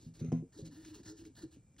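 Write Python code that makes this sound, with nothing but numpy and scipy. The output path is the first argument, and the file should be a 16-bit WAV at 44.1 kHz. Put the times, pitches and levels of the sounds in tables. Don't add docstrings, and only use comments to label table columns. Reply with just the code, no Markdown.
import sys
import numpy as np
from scipy import signal
from scipy.fft import rfft, irfft
from scipy.io import wavfile
from scipy.ndimage import uniform_filter1d

SR = 44100
rng = np.random.default_rng(int(sys.argv[2]) if len(sys.argv) > 2 else 0)


def voltage_ratio(decibels):
    exponent = np.asarray(decibels, float) / 20
    return 10 ** exponent


def wav_out(sig):
    wavfile.write(sys.argv[1], SR, np.round(np.clip(np.atleast_2d(sig).T, -1, 1) * 32767).astype(np.int16))


N = 79380
T = np.arange(N) / SR
F = np.arange(N // 2 + 1) * SR / N

# (frequency [Hz], density [dB])
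ROOM_SPECTRUM = [(15, -11.5), (25, -16), (50, 3), (114, 6), (1100, -29), (1410, -30.5), (2190, -34.5),
                 (2340, -24.5), (2510, -35.5), (6000, -55.5), (7800, -38), (13200, -120)]
# (frequency [Hz], lead [rad])
PORT_LEAD = [(0, 0), (160, -.2), (1000, -.36), (1400, -.36), (2500, .56), (3300, .17), (4300, .8),
             (5000, .13), (6950, 3.0), (7350, 3.14), (8000, 3.45), (9750, 6.03), (11500, 6.6), (12500, 9.3),
             (13700, 9.5), (14900, 11.8), (15600, 12.4)]
# (start [s], length [s], level [dB])
SLIDES = [
    (.19, 0.058, -67),
    (.243, 0.063, -67.5),
    (.322, 0.06, -68.5),
    (.375, 0.036, -78),
]
# (frequency [Hz], width [Hz], level [dB])
SKIN = [(467, 173, 20), (1380, 300, 3), (2130, 110, 3), (2470, 370, -0.5), (3830, 1000, -7.5),
        (6200, 200, 7.5), (8670, 800, -52)]
# (time [s], level [dB], push [ms], crack [dB])
THUMPS = [
    (.062, -39, 5.9, -66),
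    (.1925, -62.5, 1.6, -2),
    (.213, -28, 6.1, -55),
    (.2465, -41.5, 2.67, -18.5),
    (.282, -29, 7.5, -47),
    (.3195, -40, 0.7, -15.5),
    (.3252, -27.5, 2.16, -29.5),
    (.425, -38, 2.52, -52),
    (.622, -35, 7.1, -52),
]
# (frequency [Hz], level [dB], t60 [s])
DESK_FREE = [(118.4, -17, 1), (163.1, 0.5, 0.37), (245.9, 5, 0.23), (329, -1, 0.065), (407, 2, 0.026),
             (491, -4, 0.061), (660, -4.5, 0.023), (675, -11, 0.21), (733, -9.5, 0.066), (864, -31, 0.04),
             (1027, -18, 0.24), (1250, -35.5, .12), (1666, -19, 0.12), (2150, -30, .12)]
# (time [s], level [dB], push [ms], crack [dB])
TAPS = [(.522, -68.5, 1, -2), (.592, -47.5, 1.38, -35), (.849, -42.5, 5.7, -13), (.878, -83, 0.56, -35),
        (1.000, -43, 2.38, -30), (1.058, -39, 5.3, -24), (1.108, -75, 6.6, -36), (1.252, -52, 3.7, -8),
        (1.435, -42.5, 2.37, -42), (1.561, -66, 1.1, -4), (1.568, -47, 2.38, -28), (1.743, -83, 1.8, 5),
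        (1.765, -70.5, 5.8, 2)]
# (frequency [Hz], level [dB], t60 [s])
DESK_PRESSED = [(57.3, -20, 0.37), (111, -13.5, 0.13), (202, -14, 0.068), (267, -7, 0.054),
                (321.4, 1, 0.059), (412.5, -20, 0.17), (491, -26, 0.24)]
# (frequency [Hz], density [dB])
CRACK_SPECTRUM = [(600, -12), (2000, 1), (4500, -12), (6200, 2.5), (9000, -11), (15500, -52)]
# (start [s], length [s], level [dB], pitch [Hz], glide [Hz/s])
CHATTER = [(-.02, 0.055, -63.5, 321.8, 1), (0.234, 0.015, -44.5, 407, 16), (0.421, 0.022, -50.5, 332.4, 1),
           (0.423, 0.027, -60, 438, 6), (.43, .04, -54, 249.3, 3), (0.56, .03, -53.5, 309.4, -3),
           (.583, 0.018, -49, 407.5, 4), (.585, 0.022, -61, 521, -3), (.625, 0.029, -61.5, 510.3, -10),
           (1.147, 0.029, -62.5, 330, 0), (0.603, 0.15, -57, 334.3, -300), (0.758, 0.059, -52.5, 309, 8),
           (0.858, 0.05, -52, 315.5, -100), (0.909, 0.035, -50.5, 317.8, -250),
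           (0.943, 0.051, -64, 422, -4), (0.986, 0.027, -54, 297.7, 250), (.715, 0.038, -55.5, 269, -5),
           (1.056, 0.084, -53, 306.1, 252), (1.094, 0.065, -59.5, 431, 12), (1.187, 0.058, -54.5, 316, 197),
           (1.245, 0.052, -53, 305.3, 253), (1.29, 0.034, -60.5, 260.4, 4), (1.253, 0.045, -61, 424, 4),
           (1.373, 0.11, -66, 313, -8), (1.429, 0.03, -44.5, 314.6, 0), (1.438, 0.052, -59, 126.3, -6),
           (1.475, .025, -62.5, 295, 0), (1.565, .022, -55.5, 314, -16), (1.575, 0.026, -56.5, 123, 0),
           (1.784, 0.023, -59.5, 291, 0)]
# (start [s], length [s], scratch [dB], barrel re scratch [dB], desk hum [dB])
STROKES = [(-.02, 0.11, -67, -19.5, -62.5), (.133, 0.053, -65.5, -33, -64), (.189, 0.022, -62, -19, -43),
           (.519, 0.06, -67, -4, -61), (.568, 0.05, -63, -17, -53), (.624, .02, -75.5, -1, -66),
           (.642, 0.038, -57.5, -19, -54), (.703, 0.016, -68, -5, -66), (.714, 0.083, -62, -8, -64),
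           (.795, 0.062, -63, -9.5, -61), (.844, 0.075, -61, -13, -59.5), (.922, 0.014, -67.5, 2, -62),
           (.932, 0.042, -57.5, -15, -58.5), (.975, .035, -66.5, -5.5, -62.5),
           (1.026, 0.017, -63, -12, -60), (1.044, 0.077, -58, -7, -56), (1.152, 0.0097, -66, -9, -64),
           (1.163, 0.061, -61.5, -13.5, -57.5), (1.232, 0.014, -66, -4, -67), (1.243, 0.035, -62, -15, -60),
           (1.346, 0.014, -64.5, -16, -67), (1.358, 0.054, -60, -5.5, -59),
           (1.412, 0.031, -59.5, -11, -50.5), (1.505, 0.05, -67.5, -15, -63.5),
           (1.776, 0.097, -58.5, -11.5, -80)]
# (frequency [Hz], density [dB])
PAPER = [(600, -53), (1000, -35), (2400, -11.5), (4400, 9), (6300, -4), (8500, 6), (11500, -9.5),
         (15500, -57)]
# (frequency [Hz], width [Hz], level [dB])
TIP = [(2940, 65, 8), (3410, 67, -6.5), (4080, 94, -12.5), (4180, 220, -7), (4546, 140, 6.5),
       (5580, 1500, -14.5), (7030, 300, 9), (7530, 1200, 8), (8340, 610, 3.5), (10700, 250, 1)]
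# (frequency [Hz], width [Hz], level [dB])
BARREL = [(1446, 29, 8), (1749, 50, 14.5), (1810, 360, 8), (1010, 90, 6)]

ROOM_DB, ROOM_SIDE_DB = -64.5, -22
WHINE_HZ, WHINE_DB, WHINE_FROM_S = 2360, -90, 1.5
HISS_HZ, HISS_WIDTH_HZ, HISS_DB, AIR_DB = 7350, 450, -78.5, -105
CRACK_T60_S, CRACK_LOW_CUT_HZ, KNOCK_LOW_CUT_HZ = 0.025, 910, 105
MUTED_S, MUTE_DB_PER_S = 0.4156, 375.5
RISE_S, FALL_S, SWELL_DB = 0.009, 0.022, 5.0
CHATTER_WOBBLE, CHATTER_ROUGH_DB = 0.0339, 0
HUM_LAG_S = 0.017
GRAIN_DB, FLICKER_DB, PATCHY_DB = 2, 0.8, 2.6
TIP_DB, SCRATCH_DB = 5, -0.5
ECHO_DB, ECHO_T60_S, ECHO_LOW_HZ, ECHO_HIGH_HZ = -12, 0.24, 515, 5940
TILT_DB, TOP_HZ = 0.1, 15700


def unit(x):
    return x / np.sqrt(np.mean(x ** 2))


def colour(x, spectrum):
    hz, db = np.array(spectrum).T
    return irfft(rfft(x) * voltage_ratio(np.interp(np.log(F + 1), np.log(hz), db)), N)


def ring(x, modes):
    out = 0
    for hz, db, t60_s in modes:
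        pole = np.exp(2j * np.pi * hz / SR - np.log(1000) / (t60_s * SR))
        out = out + voltage_ratio(db) * signal.lfilter([1], [1, -pole], x).imag
    return out


def peaks(x, resonances):
    modes = [(hz, db + 20 * np.log10(width_hz / 100), np.log(1000) / np.pi / width_hz)
             for hz, width_hz, db in resonances]
    return ring(x, modes)


def walk(rate_hz):
    hold = int(SR / rate_hz)
    steps = np.repeat(rng.standard_normal(N // hold + 1), hold)
    return 1.043 * uniform_filter1d(uniform_filter1d(steps, hold), hold)[:N]


def motion(rows, db_of, lag_s=0):
    total = 0
    for row in rows:
        length_s = row[1]
        since_s = T - lag_s - row[0]
        swell = np.sin(np.pi * np.clip(since_s / length_s, 0, 1)) - 1
        edges = np.minimum(since_s / RISE_S, (length_s - since_s) / FALL_S + 1)
        total = total + voltage_ratio(db_of(row) + SWELL_DB * swell) * np.clip(edges, 0, 1) ** 2
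    return total


def room():
    spectrum = ROOM_SPECTRUM + [(9000, ROOM_SPECTRUM[-1][1] - 10)]
    mid = unit(colour(rng.standard_normal(N), spectrum))
    side = unit(colour(rng.standard_normal(N), spectrum))
    rumble = mid + voltage_ratio(ROOM_SIDE_DB) * side * np.array([[1], [-1]])
    whine = voltage_ratio(WHINE_DB) * np.sin(2 * np.pi * WHINE_HZ * T)
    whine = whine * np.clip((T - WHINE_FROM_S) / 0.057, 0.2, 1)
    return voltage_ratio(ROOM_DB + 0.25 * walk(10.0)) * rumble + whine


def hiss():
    band = unit(peaks(rng.standard_normal(N), [(HISS_HZ, HISS_WIDTH_HZ, 0)]))
    return voltage_ratio(HISS_DB) * band + voltage_ratio(AIR_DB) * rng.standard_normal(N)


def hand_slides():
    return unit(peaks(rng.standard_normal(N), SKIN)) * motion(SLIDES, lambda row: row[2] + 8)


def knocks(rows, modes):
    push, crack = np.zeros(N), np.zeros(N)
    for start_s, db, push_ms, crack_db in rows:
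        phase = np.pi * np.clip((T - start_s) / push_ms * 1000, 0, 1)
        push += voltage_ratio(db) * np.sin(phase) ** 2 / (push_ms * SR / 2000)
        decay = np.exp(-np.log(1000) * np.abs(T - start_s) / CRACK_T60_S)
        crack += voltage_ratio(db + crack_db) * (T > start_s) * decay
    low_cut = signal.butter(4, KNOCK_LOW_CUT_HZ, "high", fs=SR, output="sos")
    thud = signal.sosfilt(low_cut, ring(push, modes))
    b, a = signal.butter(1, CRACK_LOW_CUT_HZ, "high", fs=SR)
    noise = signal.lfilter(b, a, crack * rng.standard_normal(N))
    return thud + 3 * colour(noise, CRACK_SPECTRUM)


def hand_thumps():
    mute = voltage_ratio(-MUTE_DB_PER_S * np.maximum(T - MUTED_S, 0))
    return knocks(THUMPS[:-1], DESK_FREE) * mute + knocks(THUMPS[-1:], DESK_FREE)


def pen_taps():
    return knocks(TAPS, DESK_PRESSED)


def chatter():
    wobble_s = CHATTER_WOBBLE * np.cumsum(walk(45.08)) / SR
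    total = 0
    for row in CHATTER:
        start_s, _, _, pitch_hz, glide_hz_per_s = row
        since_s = T - start_s
        cycles = pitch_hz * (since_s + wobble_s) + glide_hz_per_s * since_s ** 2 / 2
        level = uniform_filter1d(motion([row], lambda r: r[2]), size=400)
        total = total + np.sin(2 * np.pi * cycles) * level
    return np.sqrt(2) * voltage_ratio(CHATTER_ROUGH_DB * walk(40.9)) * total


def desk_hum():
    band = signal.butter(2, [40, 480], "band", fs=SR, output="sos")
    hum = signal.sosfilt(band, ring(rng.standard_normal(N), DESK_PRESSED))
    hum = hum / np.sqrt(uniform_filter1d(hum ** 2, size=1600))
    return hum * uniform_filter1d(motion(STROKES, lambda row: row[4], HUM_LAG_S), size=900)


def patchy(x):
    spectrum = rfft(x)
    band = 2 * np.log2((F + 1) / 500)
    total = 0
    for k in range(11):
        part = irfft(spectrum * np.clip(1 - np.abs(band - k), 0, 1), N)
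        total = total + part * voltage_ratio(PATCHY_DB * walk(15.54))
    return total


def marker():
    grain = np.repeat(rng.exponential(size=N // 8 + 1), 8)[:N]
    catch_db = GRAIN_DB * grain + FLICKER_DB * walk(60.5)
    catches = patchy(rng.standard_normal(N) * voltage_ratio(catch_db))
    scratch = unit(unit(colour(catches, PAPER)) + voltage_ratio(TIP_DB) * unit(peaks(catches, TIP)))
    scratch = scratch * motion(STROKES, lambda row: row[2])
    barrel = unit(peaks(catches, BARREL)) * motion(STROKES, lambda row: row[2] + row[3])
    return voltage_ratio(SCRATCH_DB) * (scratch + barrel)


def room_tail(near):
    t = T[:SR // 2]
    tails = rng.standard_normal((2, len(t))) * np.exp(-np.log(1000) * t / ECHO_T60_S) * (t > 0.004)
    tails[1] = 0.85 * tails[0] + 0.45 * tails[1]
    b, a = signal.butter(2, [ECHO_LOW_HZ, ECHO_HIGH_HZ], "band", fs=SR)
    tails = signal.lfilter(b, a, tails)
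    return np.array([signal.fftconvolve(near, tail / np.sqrt(np.sum(tail ** 2)))[:N] for tail in tails])


def ports(x):
    hz, lead_rad = np.array(PORT_LEAD).T
    turn = np.exp(0.5j * np.interp(F, hz, lead_rad))
    left = voltage_ratio(TILT_DB) * irfft(rfft(x[0]) * turn, N)
    right = irfft(rfft(x[1]) / turn, N)
    return np.array([left, right])


def scene():
    near = hiss() + hand_slides() + hand_thumps() + pen_taps() + chatter() + desk_hum() + marker()
    return ports(near + voltage_ratio(ECHO_DB) * room_tail(near) + room())


def band_limit(x):
    return signal.sosfilt(signal.butter(12, 16070, fs=SR, output="sos"), x)


def record(dry):
    top_cut = signal.ellip(8, 0.2, 60, TOP_HZ, fs=SR, output="sos")
    mix = signal.sosfilt(top_cut, dry)
    return band_limit(mix)


dry = scene()
out = record(dry)
wav_out(out)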